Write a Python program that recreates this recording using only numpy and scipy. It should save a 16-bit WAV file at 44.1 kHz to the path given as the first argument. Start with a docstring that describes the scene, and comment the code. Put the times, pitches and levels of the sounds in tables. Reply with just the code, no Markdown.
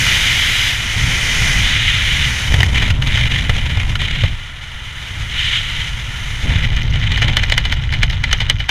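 """Freefall wind buffets the microphone of a skydiver's helmet camera and roars in its housing.
Eddies rumble under a rush and an edge hiss. The flow turns ragged and slaps as the body swings
upright, a loose strap snaps, then the wind eases off. The canopy opens with a rustle and its
slider flutters overhead in sharp cloth cracks that overload the recorder."""
import sys
import numpy as np
from scipy import signal
from scipy.fft import rfft, irfft, next_fast_len
from scipy.io import wavfile
from scipy.ndimage import uniform_filter1d, map_coordinates

SR = 44100
rng = np.random.default_rng(int(sys.argv[2]) if len(sys.argv) > 2 else 0)


def int16_out(signal):
    """Quantize to a 16-bit WAV file."""
    q = np.round(np.clip(np.atleast_2d(signal).T, -1, 1) * 32767)
    wavfile.write(sys.argv[1], SR, q.astype(np.int16))


N = 383669
TIME = np.arange(N) / SR
OPEN_S = 6.45  # the canopy starts to fill

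# The ride of the airflow over the helmet: time_s, flow_db
FLOW = [(0.0, -23.5), (0.43, -28.5), (0.8, -30.5), (1.45, -24), (1.84, -32), (2.37, -28.5), (2.86, -39),
        (3.25, -38), (4.56, -49), (5.16, -41.5), (5.5, -39.5), (7.0, -38.5), (7.25, -39.5), (7.88, -46.5),
        (8.58, -40), (8.7, -47)]
# Lulls where the flow lets go for a moment: start_s, length_s, drop_db
LULLS = [(2.66, 0.048, 3.5), (2.915, 0.1, 9), (5.897, 0.22, 2), (6.67, 0.045, 6), (6.805, 0.11, 7.5),
         (8.51, 0.075, 19)]


def wind(full_flow_db=-25, brake_db_per_s=1.5):
    """One flow drives the wind layers; lulls break it and the open canopy brakes it."""
    since_open = np.maximum(TIME - OPEN_S, 0)
    steady_db = np.interp(TIME, *np.transpose(FLOW)) - full_flow_db - brake_db_per_s * since_open
    lull_db = sum(db * swell(s, length, attack_s=0.025, fall_db_per_s=500) for s, length, db in LULLS)
    flow_db = steady_db - lull_db
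    flicker_db = flicker(steady_db)
    air = rush(flow_db, flicker_db) + edge_hiss(flow_db, flicker_db) + lens_fizz(flicker_db)
    return rumble(steady_db, flicker_db) + roar(flow_db, flicker_db) + air


# Spells of turbulent wake: start_s, length_s, buffet_db, churn_db, flicker_depth_db
WAKES = [(0.947, 0.19, -17, -36, 0.8), (1.356, 0.31, -18.5, -33, .8), (1.72, 0.93, -21.5, -45, 1),
         (2.467, 1.7, -15.5, -29.5, 3), (4.155, 0.15, -16.5, -39, 2), (5.097, 1.5, -24, -47, 1.26),
         (6.422, 0.1, -12.5, -28, 2), (6.518, 2.1, -15, -35, 3.5), (7.19, 0.12, -21, -29, 4),
         (7.94, .14, -17, -41, 3.5)]
WAKE_SHAPE = dict(attack_s=0.045, fall_db_per_s=170)
# Tone of the large, small and smallest eddies: freq_hz, level_db
BUFFET_EQ = [(8, -7), (22, 3), (35, 0), (65, 0.5), (88, -1.5), (125, -3), (150, -13), (200, -30),
             (300, -34), (900, -90)]
SMALL_EDDY_EQ = [(70, -18), (115, 7.5), (170, -2.5), (200, -17), (245, -11), (290, -26), (1500, -120)]
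CHURN_EQ = [(90, -8), (170, 13.5), (245, 9.5), (285, 4), (400, -0.5), (600, -1), (1000, 0), (8000, -120)]


def rumble(flow_db, flicker_db):
    """Eddies beat on the microphone, hardest in a wake; a harder beat breaks them into smaller ones."""
    beat = follow(flow_db, full_db=-21.5, slope=0.41)
    boil = follow(flow_db, full_db=-33.5, slope=0.74)
    for s, length, buffet_db, churn_db, _ in WAKES:
        beat = np.hypot(beat, amp(buffet_db) * swell(s, length, **WAKE_SHAPE, sag_db_per_s=1.5))
        boil = np.hypot(boil, amp(churn_db) * swell(s, length, **WAKE_SHAPE, sag_db_per_s=4.5))
    large = beat * amp(0.63 * wobble(13)) * buffeting()
    small = follow(flow_db, full_db=0.81, slope=0.22) * beat ** 1.463 * noise(SMALL_EDDY_EQ)
    churn = boil * unit(amp(0.8 * flicker_db + 0.31 * wobble(70)) * noise(CHURN_EQ))
    return large + small + churn


def buffeting(evenness=0.36):
    """Large eddies push on the microphone, more even in level than plain noise."""
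    push = noise(BUFFET_EQ)
    envelope = np.sqrt(np.abs(uniform_filter1d(push ** 2, size=4000)) + 1e-6)
    return unit(push / envelope ** evenness)


def flicker(flow_db):
    """The smallest eddies shake the wind's level, in dB; more ragged in a weak flow or a wake."""
    depth_db = 0.5 - 0.0534 * flow_db
    for s, length, _, _, wake_db in WAKES:
        depth_db = np.maximum(depth_db, wake_db * swell(s, length, **WAKE_SHAPE))
    return depth_db * (0.56 * wobble(42) + 0.79 * wobble(150) + 0.62 * wobble(600))


# Gusts across the housing: start_s, length_s, level_db, brightness_db
GUSTS = [(0.046, 0.66, -16, 3.5), (0.212, 0.065, -16, 7), (1.593, 0.41, -16, 3), (2.038, .1, -17, 6),
         (2.17, 0.054, -15.5, 1), (2.722, .12, -19.5, -1), (3.034, 0.34, -21, 1), (3.41, .42, -28.5, -5.5),
         (3.968, 0.28, -22, 1.5), (5.28, 0.54, -23.5, 5), (5.363, 0.21, -17.5, 7),
         (6.458, 0.15, -22.5, -2.5), (6.716, 0.037, -25, -3), (7.0, 0.3, -28, -1)]
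# Tone of the roar: freq_hz, level_db
ROAR_EQ = [(300, -34), (1000, -7.5), (1500, -1.5), (2400, 3.5), (2680, -1.5), (2950, 3), (3800, 1.5),
           (4500, -9.5), (7000, -7.5), (15000, -22)]


def roar(flow_db, flicker_db):
    """Flow and gusts blow the housing's resonances; the angle of each tips them bright or dark."""
    steady_bright_db = -3.5 - 0.34 * flow_db  # a weaker flow is brighter
    blows = [(follow(flow_db, full_db=-18, slope=0.65), steady_bright_db)]
    for s, length, db, bright_db in GUSTS:
        blows.append((amp(db) * swell(s, length, attack_s=0.058, fall_db_per_s=138), bright_db))
    upper_gain = np.sqrt(sum(gain ** 2 * amp(bright_db) for gain, bright_db in blows))
    lower_gain = np.sqrt(sum(gain ** 2 * amp(-bright_db) for gain, bright_db in blows))
    air = unit(ring(amp(flicker_db) * rng.standard_normal(N), ROAR_EQ, damping=1.38))
    upper = equalise(air, [(2450, -60), (2700, -5)])
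    return upper_gain * upper + lower_gain * (air - upper)


# Air resonances of the camera housing: pitch_hz, width_hz, level_db
HOUSING_MODES = [(916, 160, -19), (1427, 276, -9.5), (1780, 210, -5), (2031, 193, 0.5), (2384, 195, -3.5),
                 (2986, 268, -0.5), (3510, 380, -7.5), (4020, 320, -9.5), (5000, 230, -15),
                 (6380, 350, -14)]


def housing(hz, damping):
    """Gain of the housing: the powers of its resonances add; air flowing across it widens them."""
    power = 0
    for pitch, width, db in HOUSING_MODES:
        band = hz * width
        power += (amp(db) * band) ** 2 / ((pitch ** 2 - hz ** 2) ** 2 + (band * damping) ** 2)
    return np.sqrt(power)


def ring(x, eq, damping, size=2048):
    """Colour x and ring it through the housing, minimum phase, with a unit-energy response."""
    hz = np.fft.rfftfreq(size, 1 / SR)
    cepstrum = irfft(np.log(housing(hz, damping) * colour(eq, hz) + 1e-4))
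    causal = 2 * cepstrum[:size // 2] * (np.arange(size // 2) > 0)
    response = irfft(np.exp(rfft(causal, size)))
    return signal.fftconvolve(x, response / np.linalg.norm(response))[:len(x)]


# Tone of the rush: freq_hz, level_db
RUSH_EQ = [(150, 14.5), (350, 12.5), (600, 9.5), (880, 6), (1150, 4), (1400, 2), (1900, -5.5), (3000, -15),
           (15000, -29)]


def rush(flow_db, flicker_db):
    """Air streams round the body, coloured by the housing."""
    stream = amp(0.23 * flicker_db) * rng.standard_normal(N)
    return follow(flow_db, full_db=-29.5, slope=0.38) * unit(ring(stream, RUSH_EQ, damping=0.59))


# Airy top end from the edges: freq_hz, level_db
WHISTLE_EQ = [(3500, -10.5), (4500, -2), (5100, -2), (5650, -0.5), (6300, 2), (7100, -9), (8200, -17.5),
              (16000, -70)]
HISS_EQ = [(4000, -32), (7000, 2), (8200, -7.5), (9100, 0.5), (10200, -4), (12000, -9.5), (15500, -16.5)]


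def edge_hiss(flow_db, flicker_db, shelter_db=15, tip_back_s=0.39):
    """Air whistles and hisses on edges; the head tips back into shelter as the canopy fills."""
    shelter = amp(-shelter_db * np.clip((TIME - OPEN_S) / tip_back_s, 0, 1))
    whistle = follow(flow_db, full_db=-26, slope=1.03) * amp(flicker_db) * noise(WHISTLE_EQ)
    hiss = follow(flow_db, full_db=-34, slope=0.87) * amp(0.5 * flicker_db) * noise(HISS_EQ)
    return shelter * (whistle + hiss)


# Tone of the fizz: freq_hz, level_db
FIZZ_EQ = [(3000, -24), (4800, 4.5), (7000, -1.5), (8200, -7), (10500, -7), (15500, -15)]


def lens_fizz(flicker_db, head_up_s=0.69, fall_db_per_s=102):
    """Air tears past the lens until the head lifts."""
    fade_db = fall_db_per_s * np.maximum(TIME - head_up_s, 0)
    return amp(-29.5 - fade_db + 0.54 * flicker_db) * noise(FIZZ_EQ)


# Wind hits on the housing: start_s, level_db, knock_trim_db, thump_trim_db
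SLAPS = [(0.0644, -8, -27, -8), (2.5414, -6.5, -16, 0.5), (2.6039, -6, -16.5, -4), (2.759, -19, -37, -18),
         (2.8238, -8.5, -15, -6), (2.9039, -6.5, -34, -2.5), (3.021, -9.5, -37, -17), (3.0717, -9, -37, -5),
         (3.176, -8.5, -37, -6), (3.494, -5, -18, -3.5), (3.7712, -12.5, -16, -0.5), (3.9542, -9, -32, -27),
         (4.0162, -11, -17.5, -5), (4.236, -10.5, -11, 3)]
# Tone of a hit's smack and its dull knock: freq_hz, level_db
SLAP_EQ = [(300, -1), (1200, 1.5), (2000, -4.5), (3000, -0.5), (6000, -6.5), (15000, -9)]
KNOCK_EQ = [(100, -12), (250, -10), (600, 1), (1000, -1), (12000, -100)]


def slaps(thump_hz=95):
    """A gust breaks on the housing: a pressure step and a puff ring it, over a knock and a low thump."""
    puffs, knocks, thumps = np.zeros((3, N))
    t = np.arange(SR // 8) / SR
    thump = burst(t, rise_s=0.0065, t60_s=0.048) * np.sin(2 * np.pi * thump_hz * t)
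    for s, db, knock_db, thump_db in SLAPS:
        puff, knock = rng.standard_normal((2, len(t)))
        add(puffs, s + 0.0011, [amp(db)])  # the pressure step
        add(puffs, s, amp(db - 4.5) * burst(t, rise_s=0.00038, t60_s=0.039) * puff)
        add(knocks, s, amp(db + knock_db + 16.5) * burst(t, rise_s=0.00087, t60_s=0.052) * knock)
        add(thumps, s, amp(db + thump_db + 3) * thump)
    return ring(puffs, SLAP_EQ, damping=0.57) + equalise(knocks, KNOCK_EQ) + thumps


# Flaps of the fluttering slider: start_s, level_db, treble_trim_db
FLAPS = [(6.767, -10, -29), (6.9365, -10, -38), (7.037, -8.5, -43), (7.117, -8, -25), (7.175, -4.5, -29),
         (7.218, 2, -34), (7.2255, -0.5, -44), (7.2807, -2.5, -35), (7.3686, 4, -22.5), (7.434, -2.5, -24),
         (7.498, -8, -22), (7.5201, 3.5, -33), (7.5782, 2, -21), (7.652, -2, -39), (7.7234, -3.5, -23),
         (7.9239, -5.5, -30), (7.937, -4.5, -31), (8.0302, 3.5, -28), (8.098, -13, -19), (8.128, -11, -36),
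         (8.238, -1, -28), (8.3118, -6, -33), (8.3287, 3, -19), (8.4032, -4, -30), (8.414, -5.5, -32),
         (8.4979, 1.5, -17.5), (8.6004, -7.5, -41), (8.6916, 4, -30)]
# Tone of a flap's cloth, crack and puff of air: freq_hz, level_db
CLOTH_EQ = [(150, -19), (450, 5.5), (800, 5), (1150, -1.5), (1500, 1), (2400, 0.5), (2680, -5), (3000, 2),
            (4500, -2), (7000, -7), (15000, -19)]
CRACK_EQ = [(1500, -25), (4000, 7), (6000, 11), (8500, -3), (11500, -6), (15500, -19)]
PUFF_EQ = [(150, -2), (350, -6.5), (600, -0.5), (800, -1.5), (1050, -4), (9000, -100)]


def slider(lead_s=0.008):
    """A ripple runs along the cloth, whips over at its edge with a crack and pushes out a dull puff."""
    cloth, cracks, puffs = np.zeros((3, N))
    t = np.arange(SR // 6) / SR
    for s, db, treble_db in FLAPS:
        ripple, whip, snap, puff = rng.standard_normal((4, len(t)))
        slack = np.clip((-treble_db - 18) / 16, 0, 1)  # dull flaps are slack: they roll over slowly
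        roll_over = burst(t, rise_s=0.0006 + 0.00073 * slack, t60_s=0.022 + 0.012 * slack)
        add(cloth, s - lead_s, amp(0.81 * db - 22) * burst(t, rise_s=0.018, t60_s=0.089) * ripple)
        add(cloth, s, amp(db - 6 - 5 * slack) * roll_over * whip)
        add(cloth, s + 0.001003, [(1 - slack) * amp(1.7 * db + 7)])  # a hard flap jerks the edge taut
        add(cracks, s, amp(db + treble_db + 2) * burst(t, rise_s=0.00018, t60_s=0.017) * snap)
        add(puffs, s, amp(0.73 * db - 14) * burst(t, rise_s=0.0016, t60_s=0.08) * puff)
    creases = unit(amp(2 * wobble(1500)))  # the cloth unfolds in tiny jerks
    flutter = ring(cloth * creases, CLOTH_EQ, damping=0.78)
    return flutter + equalise(cracks * creases, CRACK_EQ) + equalise(puffs, PUFF_EQ)


# Snaps of a loose strap: start_s, level_db
STRAP_SNAPS = [(2.541, -2), (2.631, 2)]


def strap(ring_hz=1950):
    """The strap's tip whips over and briefly rings the housing's strongest resonance."""
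    snaps, t = np.zeros(N), np.arange(SR // 20) / SR
    for s, db in STRAP_SNAPS:
        phase = 2 * np.pi * ring_hz * t + np.cumsum(rng.normal(0, 0.13, len(t)))
        add(snaps, s, amp(db) * burst(t, rise_s=0.00045, t60_s=0.013) * np.sin(phase))
    return snaps


# Tone of the canopy's fine crinkle: freq_hz, level_db
CRINKLE_EQ = [(1500, -16), (3300, 8), (4600, 6), (6400, 8.5), (7600, -29), (10000, -19), (11500, -5),
              (13000, -25), (15500, -27)]


def canopy_rustle(count=110):
    """Small folds of the filling canopy tick over a crinkle that fades as the cloth tightens."""
    ticks, t = np.zeros(N), np.arange(SR // 100) / SR
    envelope = burst(t, rise_s=0.00018, t60_s=0.005)
    for s, db in zip(rng.uniform(OPEN_S, N / SR, count), rng.normal(-19.5, 4.1, count)):
        add(ticks, s, amp(db) * envelope * rng.standard_normal(len(t)))
    filling = amp(-42) * swell(OPEN_S, 0, attack_s=0.1, fall_db_per_s=3)
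    crinkle = filling * unit(amp(2.1 * wobble(60) + 6.8 * wobble(300)) * noise(CRINKLE_EQ))
    return ring(ticks, ROAR_EQ, damping=0.71) + crinkle


def follow(flow_db, full_db, slope):
    """Gain of a layer riding the flow: full_db at full flow, plus slope dB per dB of flow."""
    return amp(full_db + slope * flow_db)


def swell(start_s, length_s, attack_s, fall_db_per_s, sag_db_per_s=0):
    """An envelope with a smooth rise, a hold that may sag and an exponential fall."""
    t = np.maximum(TIME - start_s, 0)
    rise = np.sin(np.pi / 2 * np.minimum(t / attack_s, 1))
    return rise * amp(-sag_db_per_s * t - fall_db_per_s * np.maximum(t - length_s, 0))


def burst(t, rise_s, t60_s):
    """A percussive envelope, peak 1."""
    shape = (1 - np.exp(-t / rise_s)) * amp(-60 * t / t60_s)
    return shape / shape.max()


def wobble(rate_hz):
    """A smooth random curve, rate_hz knots a second."""
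    return map_coordinates(rng.standard_normal(N // 20), [TIME * rate_hz], mode="wrap")


def noise(eq):
    """Coloured noise of rms 1."""
    return unit(equalise(rng.standard_normal(N), eq))


def equalise(x, eq):
    """Shape x with an EQ curve."""
    return filtered(x, lambda hz: colour(eq, hz))


def colour(eq, hz):
    """Gain of (freq_hz, level_db) points joined on a log axis."""
    freq_hz, db = np.transpose(eq)
    return amp(np.interp(np.log(hz + 1), np.log(freq_hz), db))


def filtered(x, gain):
    """Shape x by a gain of frequency."""
    size = next_fast_len(len(x) + 8192)
    return irfft(rfft(x, size) * gain(np.fft.rfftfreq(size, 1 / SR)), size)[:len(x)]


def add(track, start_s, sound):
    """Mix a sound into a track."""
    part = track[round(start_s * SR):][:len(sound)]
    part += sound[:len(part)]


def amp(db):
    """Decibels to gain."""
    return 10 ** (np.asarray(db) / 20)


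def unit(x):
    """Scale to rms 1."""
    return x / np.sqrt(np.mean(x ** 2) + 1e-20)


def scene():
    """One microphone, the same in both channels."""
    return np.tile(wind() + slaps() + strap() + slider() + canopy_rustle(), (2, 1))


def record(dry, hardness=5, top_hz=15550):
    """Overload rounds off the loudest peaks at full scale; everything above top_hz is cut."""
    rounded = dry / (1 + np.abs(dry) ** hardness) ** (1 / hardness)
    return np.array([filtered(channel, lambda hz: hz < top_hz) for channel in rounded])


dry = scene()
out = record(dry)
int16_out(out)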